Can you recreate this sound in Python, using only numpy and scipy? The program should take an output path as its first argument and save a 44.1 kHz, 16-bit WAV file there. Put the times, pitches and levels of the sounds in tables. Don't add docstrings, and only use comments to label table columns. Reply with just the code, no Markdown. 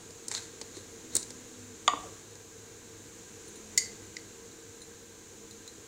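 import sys
import numpy as np
from scipy import signal
from scipy.fft import rfft, irfft, next_fast_len
from scipy.io import wavfile

SR = 44100
rng = np.random.default_rng(int(sys.argv[2]) if len(sys.argv) > 2 else 0)


def store_pcm(level_fs):
    pcm = np.round(np.clip(level_fs, -1, 1) * 32767).astype(np.int16)
    wavfile.write(sys.argv[1], SR, np.atleast_2d(pcm).T)


N = 258887
TIME = np.arange(N) / SR
T = np.arange(SR // 2) / SR

# time in seconds, level in dB.
BACKGROUND_LEVEL = [(0.0, -52.5), (0.1, -54), (1.32, -52), (1.77, -54), (2.01, -50.5), (2.35, -55.5),
                    (3.81, -52), (4.23, -53.5), (5.13, -56), (5.33, -55), (5.87, -54.5)]
# frequency in Hz, relative level in dB, T60 in seconds.
GLASS_MODES = [(3780, -6.5, 0.054), (4088, -3, 0.086), (7100, -2.5, 0.048), (9200, -9, 0.089),
               (12100, -27, .05)]
# frequency in Hz, relative level in dB.
SCRATCH_SPECTRUM = [(1200, -57), (2000, -2), (2600, -8.5), (3400, -10.5), (4300, 0), (5500, 4.5),
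                    (6200, 3.5), (7200, 6), (9500, -15), (16000, -15)]


def amp(db):
    return 10 ** (np.asarray(db) / 20)


def unit(x):
    return x / np.sqrt(np.mean(x ** 2) + 1e-20)


def along(points, hz):
    freqs, values = np.transpose(points)
    return np.interp(np.log(hz + 1), np.log(freqs), values)


def filtered(x, response):
    size = x.shape[-1]
    padded = next_fast_len(size + 4096)
    return irfft(rfft(x, padded) * response(np.fft.rfftfreq(padded, 1 / SR)), padded)[..., :size]


def noise(spectrum):
    return unit(filtered(rng.standard_normal(N), lambda hz: amp(along(spectrum, hz))))


def band(hz, width_hz):
    return unit(filtered(rng.standard_normal(N), lambda f: 1 / (1 + ((f - hz) / width_hz * 2) ** 2)))


def causal(x, spectrum):
    size = len(x)
    gain = amp(along(spectrum, np.fft.rfftfreq(size, 1 / SR)))
    cepstrum = irfft(np.log(gain), size)
    cepstrum[1:size // 2] *= 2
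    cepstrum[size // 2:] = 0
    return irfft(rfft(x) * np.exp(rfft(cepstrum)), size)


def burst(spectrum, t60):
    fade = amp(-60 * T / t60)
    crack = causal(rng.choice([-1, 1], len(T)) * fade, spectrum)
    return unit(crack) * np.sqrt(np.mean(fade ** 2))


def ring(modes, attack_s, free=1, tilt_db=0):
    hz, db, t60 = np.transpose(modes)[:, :, None]
    sign = (-1) ** np.arange(len(modes))[:, None]
    fade = amp(db + tilt_db * np.log2(hz / hz[0]) - 60 * T / (t60 * free))
    return (sign * fade * np.sin(2 * np.pi * hz * T)).sum(0) * (1 - np.exp(-T / attack_s))


def swell(s, rise_s, fall_s):
    since = TIME - s
    return amp(-20 * np.maximum(-since / rise_s, since / fall_s))


def in_room(x, wet_db, build_s=0.0013, dull_hz=10000):
    # frequency in Hz, T60 in seconds.
    reverb_times = [(200, 0.61), (1000, 0.54), (2200, 0.44), (4600, 0.38), (6700, 0.34), (8500, 0.28),
                    (14000, 0.39)]
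    hz, t, bins = signal.stft(rng.standard_normal(len(T)), SR, nperseg=256)
    fade = amp(-60 * t / along(reverb_times, hz)[:, None])
    dull = 1 / np.sqrt(1 + (hz[:, None] / dull_hz) ** 6)
    tail = signal.istft(bins * fade * dull, SR, nperseg=256)[1][:len(T)]
    tail *= 1 - np.exp(-T / build_s)
    wet = signal.fftconvolve(x, tail)[:len(x)]
    return x + amp(wet_db) * unit(wet) * np.sqrt(np.mean(x ** 2))


def add(track, s, sound):
    part = track[round(s * SR):][:len(sound)]
    part += sound[:len(part)]


def hum_and_hiss_bands():
    # centre frequency in Hz, bandwidth in Hz, level in dB.
    noise_bands = [(212.4, 10, -72), (324, 7.5, -64), (457.8, 28.3, -59), (998, 13, -75), (1590, 120, -69),
                   (3980, 750, -67)]
    return sum(amp(db) * band(hz, width_hz) for hz, width_hz, db in noise_bands)


def drone(mains_hz=100.6):
    # frequency in Hz, relative level in dB.
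    drone_spectrum = [(20, -12), (50, -3.5), (80, -2.5), (150, -3), (300, -0.5), (400, 0), (490, 0),
                      (590, -15), (1200, -35)]
    level_db = np.interp(TIME, *np.transpose(BACKGROUND_LEVEL))
    rumble = amp(-1.5) * noise(drone_spectrum)
    mains = amp(-8.5) * band(mains_hz, width_hz=13.4)
    return amp(level_db) * (rumble + mains)


def microphone_hiss(mean_db=-52.5, swing_share=0.78):
    # frequency in Hz, relative level in dB.
    hiss_spectrum = [(200, -27), (700, -7), (1300, -8), (2200, -8.5), (3200, -10.5), (5200, -11),
                     (5800, -6), (6400, -0.5), (7200, 0), (8300, -9.5), (9300, -13.5), (11000, -24),
                     (15500, -32.5)]
    level_db = np.interp(TIME, *np.transpose(BACKGROUND_LEVEL))
    return amp(mean_db + swing_share * (level_db - level_db.mean())) * noise(hiss_spectrum)


def lid_clicks():
    # start in seconds, levels of snap,
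    # hollow lid and thud in dB, tilt of the snap in dB per octave (a sharp snap is brighter).
    clicks = [(.1063, -43, -54, -47, -4), (0.2825, -25.5, -44, -54, 2), (.3145, -27, -31, -48, -4),
              (.3497, -28, -30.5, -62, -6), (0.6141, -31.5, -35.5, -40.5, -11),
              (.769, -43, -48, -37.5, -11), (1.153, -15, -52, -35, 8.5), (1.1657, -14.5, -39, -38, 3.5),
              (1.2288, -32, -47, -62, -7), (1.3048, -35.5, -45.5, -46, -7), (2.3544, -43, -49, -55, 0)]
    # frequency in Hz, relative level in dB.
    snap_spectrum = [(1500, -39), (3000, -32), (3900, -5.5), (5500, -0.5), (7200, 5), (8800, 2),
                     (10500, -12), (12000, -21), (16000, -21)]
    hollow_spectrum = [(400, -45), (900, 3), (1400, -12), (2000, 0.5), (2800, -6.5), (4200, 3.5),
                       (6000, -0.5), (10000, -41)]
    thud_spectrum = [(100, -28), (250, 6.5), (450, 8.5), (900, -24), (3000, -47)]
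    out = np.zeros(N)
    for s, snap_db, hollow_db, thud_db, tilt_db in clicks:
        tilted = [(hz, db + tilt_db * np.log2(hz)) for hz, db in snap_spectrum]
        snap = amp(snap_db) * burst(tilted, t60=0.018)
        hollow = amp(hollow_db) * burst(hollow_spectrum, t60=0.029)
        thud = amp(thud_db) * burst(thud_spectrum, t60=0.052)
        add(out, s, in_room(snap + hollow + thud, wet_db=-11.5))
    return out


def lid_twist(slips_per_s=2500):
    # time of greatest speed in seconds, run-out in seconds,
    # rub level in dB, glass level in dB.
    pushes = [(.324, 0.026, -38.5, -60), (.347, 0.022, -38, -50), (.376, 0.033, -39.5, -39.5),
              (.435, .14, -50, -66), (.77, .06, -47.5, -50), (1.16, 0.039, -35, -39)]
    # frequency in Hz, relative level in dB.
    rub_spectrum = [(300, -14), (1000, -5.5), (2000, -3.5), (3200, -12), (4000, 0), (5000, -6.5), (7200, 6),
                    (9000, -9), (14000, -26)]
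    rub_gain = glass_gain = 0
    for s, run_out_s, rub_db, glass_db in pushes:
        speed = swell(s, rise_s=0.91 * run_out_s, fall_s=run_out_s)
        rub_gain += amp(rub_db) * speed
        glass_gain += amp(glass_db) * speed
    slips = (rng.random(N) < slips_per_s / SR) * rng.standard_normal(N)
    rub = unit(filtered(slips, lambda hz: amp(along(rub_spectrum, hz))))
    jar_response = ring(GLASS_MODES, attack_s=0.00027, free=0.25, tilt_db=-19)
    glass = unit(signal.fftconvolve(slips, jar_response)[:N])
    return in_room(rub_gain * rub + glass_gain * glass, wet_db=-10.5)


def low_tones(fade_s=0.14):
    # start in seconds, end in seconds, frequency in Hz, level in dB.
    tones = [(.92, 1.85, 250.4, -58), (3.5, 4.048, 210, -61), (5.3, 5.75, 209, -61)]
    out = np.zeros(N)
    for start, end, hz, db in tones:
        gate = np.interp(TIME, [start, start + fade_s, end - fade_s, end], [0, 1, 1, 0])
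        out += amp(db) * gate * band(hz, width_hz=4.8)
    return out


def lid_landing():
    # start in seconds, gains of lid ring, crack and table thud in dB.
    landings = [(1.8782, 0.5, -11.5, -40), (1.9349, -34, -47, -30)]
    # frequency in Hz, relative level in dB, T60 in seconds.
    lid_modes = [(738, -22, 0.071), (890, -35, 0.071), (982, -23, 0.065), (1123, -18, 0.086),
                 (1182, -11, 0.046), (1440, -31, 0.055), (1877, -23, 0.047), (2040, -25, 0.023),
                 (2920, -10.5, 0.01), (3440, -20, 0.018), (3750, -21, 0.01), (6500, -33, 0.012),
                 (7200, -30, 0.011)]
    table_modes = [(293, -7.5, 0.16), (463, -6.5, 0.08), (530, 1, 0.024), (790, 10, 0.0065),
                   (1090, 16, 0.015)]
    # frequency in Hz, relative level in dB.
    crack_spectrum = [(200, -20), (750, -2.5), (1500, -4.5), (2000, -0.5), (2400, -9), (3000, 0),
                      (3900, -3.5), (4900, -8), (5800, -16), (7000, 2), (8500, -22), (15000, -54)]
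    out = np.zeros(N)
    for s, ring_db, crack_db, thud_db in landings:
        cup = amp(ring_db) * ring(lid_modes, attack_s=0.0013)
        table = amp(thud_db) * ring(table_modes, attack_s=0.0012)
        add(out, s, in_room(cup + table, wet_db=-9))
        crack = amp(crack_db) * burst(crack_spectrum, t60=0.014)
        add(out, s, in_room(crack, wet_db=-10))
    return out


def falling_note(start_hz=760, end_hz=440, glide_s=0.0253):
    # time of the peak in seconds, level in dB.
    swells = [(2.04, -42.5), (2.066, -49), (2.125, -42.5)]
    since = np.maximum(TIME - swells[0][0], 0)
    pitch_hz = end_hz + (start_hz - end_hz) * np.exp(-since / glide_s)
    gain = sum(amp(db) * swell(s, rise_s=0.015, fall_s=0.025) for s, db in swells)
    return gain * np.sin(2 * np.pi * np.cumsum(pitch_hz) / SR)


def spoon_ticks():
    # start in seconds, ring gain in dB, scratch level in dB, ring tilt in dB per octave.
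    ticks = [(3.479, -53.5, -56, 11.5), (3.556, -50.5, -60, 8), (4.5132, -51, -60, -6),
             (4.817, -42.5, -49, 2.5), (5.5097, -45, -42, 0), (5.677, -40, -36.5, -6)]
    out = np.zeros(N)
    for s, ring_db, scratch_db, tilt_db in ticks:
        glass = amp(ring_db) * ring(GLASS_MODES, attack_s=0.00093, tilt_db=tilt_db)
        scratch = amp(scratch_db) * burst(SCRATCH_SPECTRUM, t60=0.014)
        add(out, s, in_room(glass + scratch, wet_db=-17))
    return out


def spoon_clinks():
    # start in seconds, ring gain in dB, scratch gain in dB, share of the free ring time
    # from 0 to 1, contact cut-off in Hz, reverberation relative to the ring in dB.
    clinks = [(3.7762, 0.5, -17, 0.86, 16000, -6), (4.1672, -7, -24, 0.29, 4180, -12)]
    # frequency in Hz, relative level in dB, T60 in seconds.
    spoon_modes = [(2050, -22.5, 0.047), (4470, -24.5, 0.054), (4640, -27.5, 0.075), (4785, -29, 0.075),
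                   (5900, -22, .03), (6250, -26, 0.049), (6265, -22, 0.057), (6510, -23.5, 0.057),
                   (6830, -15, 0.05), (6860, -27, 0.051), (7440, -20, 0.039), (7510, -26, .05),
                   (7600, -24, .04), (8200, -27, .028), (8330, -26.5, 0.049), (8640, -31, 0.037),
                   (9200, -30.5, 0.084), (9400, -39, 0.027), (10400, -35, 0.067), (11050, -27.5, .022),
                   (11900, -38, .03), (13200, -33, .04), (15000, -29, 0.022)]
    no_bass = signal.butter(4, 1500, "high", fs=SR, output="sos")
    out = np.zeros(N)
    for s, ring_db, scratch_db, free, contact_hz, room_db in clinks:
        steel = amp(ring_db) * ring(spoon_modes, attack_s=0.00047, free=free)
        steel = in_room(steel, wet_db=room_db)
        scratch = amp(scratch_db) * burst(SCRATCH_SPECTRUM, t60=0.051 * free)
        scratch = in_room(scratch, wet_db=-10.5)
        cushion = signal.butter(2, contact_hz, fs=SR, output="sos")
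        add(out, s, signal.sosfilt(np.vstack([no_bass, cushion]), steel + scratch))
    return out


def scene():
    lid = lid_clicks() + lid_twist() + lid_landing() + falling_note()
    spoon = spoon_clinks() + spoon_ticks()
    background = hum_and_hiss_bands() + low_tones() + drone() + microphone_hiss()
    mono = lid + spoon + background
    return np.array([mono, mono])


def record(dry, top_hz=15800):
    # frequency in Hz, relative level in dB.
    self_noise_spectrum = [(30, -7), (150, -7), (700, 0.5), (1500, -3.5), (5000, -4.5), (9000, -2.5),
                           (15500, 3), (17000, -40)]
    self_noise = np.array([noise(self_noise_spectrum) for channel in range(2)])
    return filtered(dry + amp(-66) * self_noise, lambda hz: hz < top_hz)


dry = scene()
out = record(dry)
store_pcm(out)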